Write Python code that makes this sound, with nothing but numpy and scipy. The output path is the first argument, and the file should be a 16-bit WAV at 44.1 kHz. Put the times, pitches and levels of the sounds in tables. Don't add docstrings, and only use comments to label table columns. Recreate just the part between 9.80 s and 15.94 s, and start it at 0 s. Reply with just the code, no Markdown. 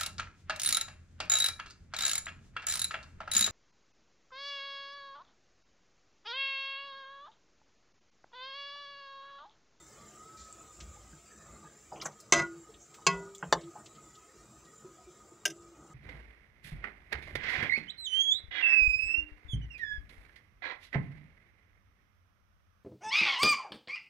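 import sys
import numpy as np
from scipy import signal
from scipy.fft import rfft, irfft, next_fast_len
from scipy.io import wavfile
from scipy.ndimage import uniform_filter1d, map_coordinates

SR = 44100
rng = np.random.default_rng(int(sys.argv[2]) if len(sys.argv) > 2 else 0)


def ratio_of_db(decibels):
    return 10 ** (np.asarray(decibels, float) / 20)


def wav_record(signal):
    frames = np.transpose(np.atleast_2d(signal))
    bounded = np.clip(frames, -1, 1)
    quanta = np.round(bounded * 32767).astype(np.int16)
    wavfile.write(sys.argv[1], SR, quanta)


N = 270577

# frequency in Hz, level in dB per Hz.
RUMBLE_COLOUR = [(13, -38), (22, -36), (32, -28.5), (54, 0.5), (97, -10), (140, -19), (180, -12),
                 (310, -120)]
SIMMER_COLOUR = [(59, -34), (100, -7), (182, -17), (214, -6.5), (248, -11.5), (340, -5), (1020, -15),
                 (1250, -11), (1500, -15), (1950, -39.5), (3300, -120)]
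GAS_COLOUR = [(820, -43), (1400, -15), (1820, -6.5), (1970, -7), (2490, -10), (3580, -12.5), (3840, -11),
              (4330, -13.5), (5040, -10), (6620, -9.5), (6820, -3.5), (7470, -6), (9330, -18),
              (13400, -26.5), (15600, -16.5)]
# frequency in Hz, width in Hz, lift in dB.
POT_HUM = [(149, 59, 11.5), (208.4, 10, 9), (330.6, 47, 5.5), (439, 9.9, 7), (686, 40, 4)]
BURNER_JETS = [(4950, 450, 1), (6150, 180, 9.5), (7158, 170, 11.5), (7610, 360, 11), (8470, 20, 15)]
# time in seconds, gas hiss in dB.
FLAME = [(0.0, -61.5), (1.09, -62), (1.37, -63.5), (1.57, -63.5), (1.98, -64.5), (3.02, -65.5),
         (3.21, -64.5), (3.6, -64.5), (5.02, -65), (6.13, -68.5)]
# start in seconds, length in seconds, dB over the rumble.
SHUDDERS = [(.55, 0.12, 4), (.98, 0.17, 12.5), (1.1, 0.41, 9.5), (1.5, 0.5, 11), (2.5, .2, 16),
            (3.26, 0.26, 6), (3.62, 0.23, 4)]
# start in seconds, length in seconds, dB over the simmer.
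STIRRING = [(1.7, 0.29, 2.5), (2.1, 0.28, 10), (2.55, 0.13, 24), (3.3, 0.28, 6.5), (3.9, 0.26, 4),
            (5.0, 0.11, 4.5)]
# start in seconds, length in seconds, change in dB.
WHISTLE_SWELLS = [(0, 0.31, -6.5), (1.0, 0.62, -3.5), (1.5, 0.28, 4), (2.0, 0.33, -5), (4.4, 0.65, 0.5),
                  (5.3, 0.25, 3.5), (5.75, .22, 5), (6.0, 0.2, 6.5)]
# time in seconds, pitch in Hz, level in dB.
SQUEAL = [(0.12, 1180, -85), (0.2, 1152, -65), (0.312, 1214, -71), (0.371, 1206, -62), (0.479, 1291, -59),
          (0.66, 1293, -60), (0.75, 1270, -65), (0.901, 1287, -76)]

# start in seconds, level in dB, lowest Hz, highest Hz, t60 in seconds.
KNOCKS = [(0.571, -55.5, 3480, 7100, 0.41), (.595, -53, 3220, 8100, 0.48),
          (1.003, -45.5, 1500, 7100, 0.083), (2.119, -44, 540, 970, 0.03), (2.127, -42, 330, 900, 0.2),
          (2.17, -51, 400, 1400, .2), (2.229, -49, 299.4, 1000, .12), (2.275, -47, 301, 1460, .15),
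          (5.66, -40, 580, 740, 0.09), (2.157, -52.5, 2030, 3300, 0.12), (2.201, -47.5, 2730, 3440, 0.18),
          (2.2145, -45, 1950, 2410, 0.07), (2.215, -37, 3280, 6450, 0.045),
          (2.221, -44.5, 970, 1400, 0.092), (2.247, -42, 6400, 8050, 0.045), (2.254, -34, 458, 2250, 0.075),
          (2.256, -34.5, 5430, 7830, 0.047), (2.26, -46, 2700, 11900, 0.05), (2.125, -60, 4670, 5400, 0.13),
          (2.168, -62, 5600, 6500, .06), (2.28, -56, 5500, 6400, 0.065), (2.32, -63, 1500, 7500, 0.084),
          (3.001, -57, 5750, 6940, 0.19), (3.018, -52.5, 5800, 7540, 0.21),
          (3.141, -50.5, 1200, 9300, 0.092), (3.185, -52.5, 623, 1200, 0.12), (3.336, -43, 400, 1290, 0.18),
          (3.3, -46, 2180, 3630, 0.22), (3.6265, -37, 600, 2000, 0.05), (3.634, -40, 300, 1000, 0.07),
          (3.627, -50, 2480, 3300, 0.09), (3.954, -43.5, 640, 1030, 0.08), (3.961, -56, 504, 1840, 0.29),
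          (3.779, -56.5, 1500, 2300, 0.27), (3.769, -58, 2920, 3970, 0.27), (6.097, -59, 398, 2220, 0.15)]
# start in seconds, level in dB, lowest Hz, highest Hz.
DRIPS = [(0.727, -52, 6650, 8200), (2.223, -50.5, 6330, 15300), (2.4017, -50, 4040, 10400),
         (2.939, -54, 2480, 4000), (3.5495, -49, 2900, 9000), (3.582, -54, 5950, 7800),
         (3.809, -56, 2700, 7000), (3.834, -58.5, 2820, 4530), (4.059, -49.5, 2390, 8300),
         (4.152, -59.5, 2770, 5330), (4.351, -55, 2600, 7000), (4.85, -63, 2970, 5050)]
# start in seconds, level in dB, pitch in Hz, t60 in seconds.
GULPS = [(1.164, -56.5, 850, 0.053), (1.33, -60, 1570, 0.1), (1.501, -59.5, 1750, 0.65),
         (1.58, -57.5, 1720, 0.38), (1.839, -51.5, 885, 0.079), (1.849, -57, 1630, 0.37),
         (2.885, -51, 438, 0.24), (4.48, -64, 1840, 0.37), (5.046, -50, 368, 0.2), (5.17, -55, 707, 0.27),
         (5.269, -49.5, 350, 0.26), (5.519, -47, 340, 0.19), (5.685, -47, 151, 0.18),
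         (5.96, -58, 492, 0.089)]
# start in seconds, level in dB.
ROCKING = [(1.004, -57), (1.327, -52), (1.84, -56), (2.258, -48), (3.627, -43), (3.835, -50), (4.151, -57),
           (4.85, -60), (6.097, -58)]
# level in dB, t60 in seconds.
STAND_HZ = [154, 322]
STAND_MODES = [(12.5, 0.12), (2.5, 0.11)]
# start in seconds, peak in dB, pitch in Hz, t60 in seconds.
TICKS = [(0.7265, -35, 7500, .015), (2.1187, -40, 900, .025), (2.1238, -29, 820, .025),
         (2.1308, -33, 620, .025), (2.2143, -32, 4900, .015), (2.258, -27, 6200, .025),
         (2.2595, -33, 800, .04), (2.402, -44, 5200, .012), (2.4025, -46, 7400, .012),
         (3.5492, -37, 7200, .015), (3.5492, -45, 3400, .03), (3.5825, -39, 7200, .012),
         (3.6266, -25, 1500, .018), (3.6313, -27, 850, .02), (3.7312, -13, 900, .018),
         (3.955, -41, 900, .02)]
# start in seconds, length in seconds, level in dB, pitch in Hz, loss in dB over the length.
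BLOOMS = [(2.523, 0.055, -32, 248, 7.5), (2.535, 0.31, -29, 335, 21), (2.53, .13, -34, 1435, 0),
          (2.62, .16, -33, 1435, 34), (2.535, .14, -35, 968, 14), (2.53, .14, -26, 153, 24),
          (3.268, .19, -28, 1988, 35), (2.539, 0.11, -47, 4990, 27.5), (2.543, 0.097, -44, 4225, 20.5),
          (2.586, 0.043, -48, 6000, 10), (2.75, 0.054, -44, 152, 4), (3.733, 0.065, -40, 335, 3),
          (3.785, 0.125, -47, 334, -6), (5.665, 0.07, -46, 332, -6), (5.73, 0.105, -48, 339, 4),
          (5.82, 0.13, -51, 339, 0), (3.285, .23, -35.5, 1441, 25), (3.625, .08, -33, 170, 13),
          (3.725, .075, -31, 165, 8), (2.4, 0.084, -60, 4986, 14), (2.59, 0.073, -47, 2300, 14),
          (2.3, 0.056, -55, 6272, 14), (2.56, .09, -46.5, 1330, 12), (5.965, 0.069, -53.5, 300, 3)]

FAR_HZ = [153, 335, 388, 581, 682, 968, 1091, 1255, 1434, 1601, 1988, 2141, 2591, 2703, 3155, 3598, 4029,
          4150, 4986, 5926, 6111, 6272, 6492, 7009, 7211, 7974]
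LEFT_HZ = [161, 177, 394, 425, 678, 964, 1096, 1441, 1616, 1988, 2153, 2594, 2688, 3165, 4796, 4235, 4458,
           4968, 5010, 6974, 6128, 7242, 2215, 2735, 3335]
BOTTOM_HZ = [156, 333, 490, 679, 880, 1250, 1600, 2017, 2930, 4570, 5932, 7029, 400, 1080, 1780, 3620]
HANDLE_HZ = [146, 330, 406, 573, 675, 1590, 2009, 2183, 2720, 2830, 3130, 3630, 4288, 5085, 5535, 5815,
             6074, 6255, 6915, 8441, 9063, 11117]
# level in dB, t60 in seconds.
FAR_MODES = [(-12, 0.073), (-30, 0.14), (-18, 0.31), (-8.5, 0.056), (-2, 0.075), (-28, 0.1), (-9, 0.12),
             (-10.5, 0.086), (-34, 0.1), (-9, 0.12), (-2, 0.14), (-14, 0.14), (-21.5, 0.058), (-25, 0.096),
             (-35, 0.22), (-55, 0.19), (-35.5, 0.21), (-22, 0.1), (-17, 0.092), (-41, 0.16), (-39.5, 0.25),
             (-41.5, 0.14), (-35, 0.13), (-35, 0.14), (-29, 0.18), (-38, 0.26)]
LEFT_MODES = [(-2, 0.29), (-5, 0.41), (-10, 0.87), (-0.5, 0.036), (-8, 0.2), (-16.5, 0.48), (8, 0.11),
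              (-30, 0.2), (-2, 0.074), (-24, 0.1), (-9.5, 0.13), (3, 0.15), (-8, 0.047), (-13.5, 0.15),
              (-4.5, 0.035), (-3.5, 0.069), (-8, 0.06), (-13, 0.15), (-3, 0.0494), (-2, 0.05), (2, 0.045),
              (-2.5, 0.04), (0.5, .05), (7.5, 0.031), (-1.5, 0.045)]
BOTTOM_MODES = [(-8, 0.08), (0, 0.05), (0, 0.04), (-1.5, 0.05), (2, 0.025), (5.5, 0.023), (0, 0.02),
                (-7.5, 0.035), (-7, 0.025), (-4, 0.016), (-14, 0.04), (-21, 0.04), (-6, 0.06), (-3, 0.023),
                (0.5, 0.017), (-15, 0.031)]
HANDLE_MODES = [(-47, 0.31), (-16, .08), (-15.5, 0.17), (-36, 0.1), (-16, 0.046), (2.5, 0.039),
                (-13, 0.051), (-18, 0.05), (-6, 0.052), (4, 0.029), (-4, 0.023), (-4, 0.027), (-17, 0.056),
                (6, 0.031), (-7, 0.035), (6, 0.03), (-26, 0.06), (-1.5, 0.046), (-0.5, 0.042),
                (-8.5, 0.048), (-12, 0.048), (-19, 0.033)]
# frequency in Hz, level in dB per Hz.
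CRASH_FAR = [(88, -26), (150, -13.5), (837, -10), (968, -18), (1100, -4), (1255, 0), (1435, -16),
             (1600, -4), (1760, -24), (2060, -2), (2270, -4.5), (4320, -11), (5360, -11), (6140, -5.5),
             (16000, -34.5)]
CRASH_LEFT = [(88, -53), (150, -21), (422, -2), (854, -8.5), (1100, 0), (1210, -9.5), (1620, -3),
              (1990, -14), (2360, -1.5), (2650, -4.5), (5360, -5), (6140, 4.5), (16000, -27)]
CRASH_BOTTOM = [(88, -49), (150, -14), (260, -27), (340, -5.5), (540, -5.5), (850, -2), (2060, -10),
                (2450, -18), (3700, -8.5), (5910, -7.5), (6390, -24), (7040, -9), (8400, -19.5),
                (16000, -44)]
CRASH_HANDLE = [(88, -73), (150, -15), (637, -13.5), (1060, -12), (1600, -4), (3620, 0), (4300, -19),
                (6020, 0.5), (7920, -8.5), (11000, -1.5), (13400, -12), (15100, -3), (16000, -38)]
# start in seconds, ring in dB, crash in dB, crash t60 in seconds.
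BLOW_FAR = [
    (2.523, -26, -11.5, 0.055),
    (2.534, -36, -21, 0.051),
    (2.545, -48, -28, 0.038),
    (2.556, -41, -32.5, 0.2),
    (2.575, -59, -34.5, 0.051),
    (2.585, -51, -34, 0.037),
    (2.592, -34.5, -32, 0.046),
    (2.598, -29, -35.5, 0.021),
    (2.62, -49, -42, 0.038),
]
BLOW_LEFT = [
    (3.2665, -29, -17.5, 0.021),
    (3.2705, -28, -17.5, 0.036),
    (3.285, -53, -45, 0.29),
]
BLOW_BOTTOM = [
    (3.7253, -22.5, -15, 0.022),
    (3.7312, -29.5, -20, 0.016),
    (3.738, -45, -30.5, 0.015),
]
BLOW_HANDLE = [
    (5.6535, -33, -22, 0.018),
    (5.6565, -30, -21.5, 0.021),
    (5.6605, -37.5, -28.5, 0.025),
    (5.678, -44, -43, 0.08),
    (5.701, -52, -46, 0.04),
    (5.705, -53, -48, 0.065),
]

# frequency in Hz, t60 in seconds.
KITCHEN = [(200, 0.3), (2000, 0.074), (10000, 0.046)]
# frequency in Hz, gain in dB.
MICROPHONE = [(8000, -2), (10500, -6), (12800, -8), (15000, -3), (16500, -8)]
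# frequency in Hz, level in dB per Hz.
DIFFERENCE_COLOUR = [(30, -12), (300, -11.0), (3000, -17.5), (5500, -17.5), (8000, -28.5), (12000, -29),
                     (15000, -22.0), (15500, -19.5), (15800, -51.0)]

STEADY_TOP_HZ = 15720
RUMBLE_DB, SIMMER_DB, SIMMER_SWELL_DB = -69, -62.5, 2
WHISTLE_HZ, WHISTLE_DRIFT_HZ = 1251, 16
WHISTLE_DB, WHISTLE_FLICKER_DB = -2, 3.5
DRIP_T60 = 0.063
GULP_WIDTH = 0.059
TAP_HOLD_S, CRASH_HOLD_S = 0.0075, 0.0023
TAP_WALL = 0.11
TICK_RISE_CYCLES = 0.3
BLOOM_RISE_S, BLOOM_FALL_S, BLOOM_DRIFT_HZ, BLOOM_FLICKER_DB = 0.041, 0.022, 3, 0.9
BLOW_S = 0.36
FREE_UNTIL, FREE_GAIN = 2.584, 4.6
SWAY_LAG = 3
PAIR_DEPTH, CHATTER_DB = 0.33, 2.8
CRASH_VALLEY = 0.36
TREBLE_HZ, TREBLE_SHARE = 9000, 0.68


def unit(x):
    return x / np.sqrt(np.mean(x ** 2) + 1e-20)


def along(points, hz):
    f, v = np.transpose(points)
    return np.interp(np.log(hz + 1), np.log(f + 1), v)


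def curves(rows):
    s, *cols = np.transpose(rows)
    return [np.interp(np.arange(N) / SR, s, c) for c in cols]


def wobble(rate):
    knots = rng.standard_normal(int(N * rate / SR) + 4)
    return map_coordinates(knots, [np.arange(N) * rate / SR])


def swells(rows):
    total = np.zeros(N)
    for s, length, db in rows:
        progress = np.clip((np.arange(N) / SR - s) / length, 0, 1)
        total += db * np.sin(np.pi * progress ** 0.77)
    return total


def filtered(x, response):
    m = next_fast_len(x.shape[-1] + 8192)
    spectrum = rfft(x, m) * response(np.fft.rfftfreq(m, 1 / SR))
    return irfft(spectrum, m)[..., :x.shape[-1]]


def peak(f, hz, width):
    return 1j * f * width / (hz * hz - f * f + 1j * f * width)


def add(out, s, x):
    part = out[round(s * SR):][:len(x)]
    part += x[:len(part)]


def rush(colour, peaks, streak_db):
    z = signal.stft(rng.standard_normal(N), nperseg=1024)[2]
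    field = uniform_filter1d(rng.standard_normal(z.shape), size=2, axis=0)
    field = uniform_filter1d(field, size=7, axis=1)
    reach = np.linspace(1.15, 0.15, len(z))[:, None]
    x = signal.istft(z * ratio_of_db(streak_db * reach * unit(field)), nperseg=1024)[1][:N]

    def response(f):
        lift = sum(db * np.abs(peak(f, hz, width)) ** 2 for hz, width, db in peaks)
        return ratio_of_db(along(colour, f) + lift)

    return unit(filtered(x, response))


def room_rumble():
    level_db = RUMBLE_DB + swells(SHUDDERS) + 2.1 * wobble(6.3)
    return ratio_of_db(level_db) * rush(RUMBLE_COLOUR, [], streak_db=4.0)


def simmering():
    level_db = SIMMER_DB + swells(STIRRING) + SIMMER_SWELL_DB * wobble(8.8)
    return ratio_of_db(level_db) * rush(SIMMER_COLOUR, POT_HUM, streak_db=2.5)


def gas_hiss(flame_db):
    return ratio_of_db(flame_db + 3 + 0.5 * wobble(40)) * rush(GAS_COLOUR, BURNER_JETS, streak_db=5.0)


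def flame_whistle(flame_db):
    slow = filtered(rng.standard_normal((2, N)), lambda f: 1 / (1 + (f / 30) ** 2))
    turn = 2 * np.pi * np.cumsum(WHISTLE_HZ + WHISTLE_DRIFT_HZ * wobble(4)) / SR
    level_db = flame_db + WHISTLE_DB + swells(WHISTLE_SWELLS) + WHISTLE_FLICKER_DB * wobble(22)
    return ratio_of_db(level_db) * unit(slow[0] * np.cos(turn) + slow[1] * np.sin(turn))


def flame_squeal():
    silent_start, silent_end = (0, SQUEAL[0][1], -99), (0.97, SQUEAL[-1][1], -99)
    hz, db = curves([silent_start, *SQUEAL, silent_end])
    turn = 2 * np.pi * np.cumsum(hz + 6 * wobble(30)) / SR
    return ratio_of_db(db + 5.0 + 0.85 * wobble(31)) * np.sin(turn)


def stove():
    flame_db, = curves(FLAME)
    return room_rumble() + simmering() + gas_hiss(flame_db) + flame_whistle(flame_db) + flame_squeal()


def bubbles(count=200):
    out, t = np.zeros(N), np.arange(SR // 6) / SR
    for when, pitch, size in rng.random((count, 3)):
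        hz = 300 * 7.5 ** pitch
        life = 0.014 + 3.7 / hz
        shape = (t / life) * np.exp(1 - t / life)
        tone = np.sin(2 * np.pi * hz * t * (1 + 0.0065 * t / life))
        level_db = -69.0 - 2.5 * np.log(size + 0.024) - 8 * pitch
        add(out, when * N / SR, ratio_of_db(level_db) * tone * shape)
    return out


def wall(f, modes_hz=FAR_HZ, valley=0.45):
    return valley + sum(np.abs(peak(f, hz, 60 + 0.02 * hz)) ** 2 for hz in modes_hz)


def port_ring(f):
    return np.abs(peak(f, 14700, 898)) ** 2


def ring(hz, modes, t, start, phase, cycles):
    hz, phase = np.array(hz)[:, None], phase[:, None]
    db, t60 = np.transpose(modes)[:, :, None]
    free = np.minimum(t, FREE_UNTIL - start) if 2.5 < start < FREE_UNTIL else 0
    worn = t - free * (1 - 1 / FREE_GAIN)
    longest = np.where(hz > 2800, 0.2, 0.9)
    build_up = 1 - np.exp(-t * hz / (cycles * np.where(hz < 360, SWAY_LAG, 1)))
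    fade = ratio_of_db(db - 60 * worn / np.clip(t60, 0.02, longest)) * build_up
    split = PAIR_DEPTH * ((hz > 450) & (hz < 1300) | (hz > 2650))
    beat = 1 + split * np.sin(2 * np.pi * (9 + 3.2 * phase) * (t + start))
    knots = rng.standard_normal((len(hz), 64))
    spot = np.broadcast_arrays(np.arange(len(hz))[:, None], t * 90)
    rough = (hz > 400) & (hz < 1900) | (hz > 2100)
    chatter = ratio_of_db(CHATTER_DB * map_coordinates(knots, spot, order=1) * rough)
    tone = np.sin(2 * np.pi * hz * (t + start) + phase)
    return (fade * beat * chatter * tone).sum(0)


def tap_noise(low_hz, high_hz, length):
    steep = 16 / np.clip(np.log(high_hz / low_hz), 0.2, 1)

    def edge(ratio):
        return 1 + np.minimum(ratio, 50) ** steep

    def response(f):
        colour = TAP_WALL * wall(f) + 1 - TAP_WALL
        band = colour / (edge(low_hz / (f + 1)) * edge(f / high_hz))
        return band + ratio_of_db(-3.5) * port_ring(f) * (high_hz > 8500)

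    return unit(filtered(rng.standard_normal(length), response))


def taps():
    out, t = np.zeros(N), np.arange(SR // 3) / SR
    drips = [(*row, DRIP_T60) for row in DRIPS]
    gulps = [(s, db, hz * (1 - GULP_WIDTH), hz * (1 + GULP_WIDTH), t60) for s, db, hz, t60 in GULPS]
    for s, db, low_hz, high_hz, t60 in KNOCKS + drips + gulps:
        fade = ratio_of_db(-3 - 60 * np.maximum(t - TAP_HOLD_S, 0) / t60)
        shape = fade * (1 - np.exp(-t * low_hz / 0.27))
        add(out, s, ratio_of_db(db + 1.0) * tap_noise(low_hz, high_hz, len(t)) * shape)
    for s, db in ROCKING:
        phase = 2 * np.pi * rng.random(len(STAND_MODES))
        add(out, s, ratio_of_db(db) * ring(STAND_HZ, STAND_MODES, t, s, phase, cycles=0.3))
    return out


def ticks():
    out, t = np.zeros(N), np.arange(SR // 20) / SR
    for s, db, hz, t60 in TICKS:
        rise = 1 - np.exp(-t * hz / TICK_RISE_CYCLES)
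        add(out, s, ratio_of_db(db - 60 * t / t60) * rise * np.sin(2 * np.pi * hz * t))
    return out


def blooms():
    out, drift, flicker = np.zeros(N), np.cumsum(wobble(25)) / SR, wobble(30)
    for s, length, db, hz, loss_db in BLOOMS:
        t = np.arange(round(length * SR)) / SR
        here = slice(round(s * SR), round(s * SR) + len(t))
        ramp = np.minimum(t / BLOOM_RISE_S, (length - t) / BLOOM_FALL_S)
        edges = np.sin(np.pi / 2 * np.clip(ramp, 0, 1))
        turn = 2 * np.pi * (hz * (s + t) + BLOOM_DRIFT_HZ * drift[here])
        level_db = db - loss_db * t / length + BLOOM_FLICKER_DB * flicker[here]
        add(out, s, ratio_of_db(level_db) * edges * np.sin(turn))
    return out


def crash(colour, hz, t, t60):
    def response(f):
        return ratio_of_db(along(colour, f)) * wall(f, hz, CRASH_VALLEY) + ratio_of_db(-36.5) * port_ring(f)

    noise = unit(filtered(rng.standard_normal(len(t)), response))
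    low = filtered(noise, lambda f: 1 / (1 + (f / 1500) ** 2))
    high = filtered(noise, lambda f: 1 / (1 + (TREBLE_HZ / (f + 1)) ** 8))
    after = np.maximum(t - CRASH_HOLD_S, 0)
    sound = low * ratio_of_db(-60 * after / (1.4 * t60))
    sound += (noise - low - high) * ratio_of_db(-60 * after / t60)
    sound += high * ratio_of_db(-60 * after / (TREBLE_SHARE * t60))
    return sound * (1 - np.exp(-t / 0.0002))


def blows():
    out, t = np.zeros(N), np.arange(round(BLOW_S * SR)) / SR
    hits = [(BLOW_FAR, FAR_HZ, FAR_MODES, CRASH_FAR),
            (BLOW_LEFT, LEFT_HZ, LEFT_MODES, CRASH_LEFT),
            (BLOW_BOTTOM, BOTTOM_HZ, BOTTOM_MODES, CRASH_BOTTOM),
            (BLOW_HANDLE, HANDLE_HZ, HANDLE_MODES, CRASH_HANDLE)]
    for contacts, hz, modes, colour in hits:
        phase = 2 * np.pi * rng.random(len(modes))
        for s, ring_db, crash_db, t60 in contacts:
            add(out, s, ratio_of_db(crash_db) * crash(colour, hz, t, t60))
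            add(out, s, ratio_of_db(ring_db) * ring(hz, modes, t, s, phase, cycles=0.96))
    return out


def kitchen(x):
    hz, t, z = signal.stft(rng.standard_normal(SR // 3), SR, nperseg=256)
    fade = ratio_of_db(-60 * t / along(KITCHEN, hz)[:, None])
    tail = signal.istft(z * fade, SR, nperseg=256)[1]
    delayed = np.pad(x, (300, 0))
    return signal.fftconvolve(delayed, tail / np.linalg.norm(tail))[:N]


def microphone(x):
    return filtered(x, lambda f: (1j * f / (75 + 1j * f)) ** 4 * ratio_of_db(along(MICROPHONE, f)))


def scene():
    steady = filtered(stove() + bubbles(), lambda f: f < STEADY_TOP_HZ)
    contacts = taps() + ticks() + blows()
    steel = microphone(contacts + ratio_of_db(-14) * kitchen(contacts) + blooms())
    mono = steel + steady
    apart = ratio_of_db(-76.0) * rush(DIFFERENCE_COLOUR, [], streak_db=5.0)
    apart = apart + ratio_of_db(-18) * filtered(steel, lambda f: 1j * port_ring(f))
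    return np.array([mono + apart, mono - apart])


def top_cut(x):
    return signal.sosfilt(signal.butter(12, 16650, fs=SR, output="sos"), x)


def record(dry):
    mix = filtered(dry, lambda f: f < 16620)
    return top_cut(mix)


dry = scene()
out = record(dry)
wav_record(out)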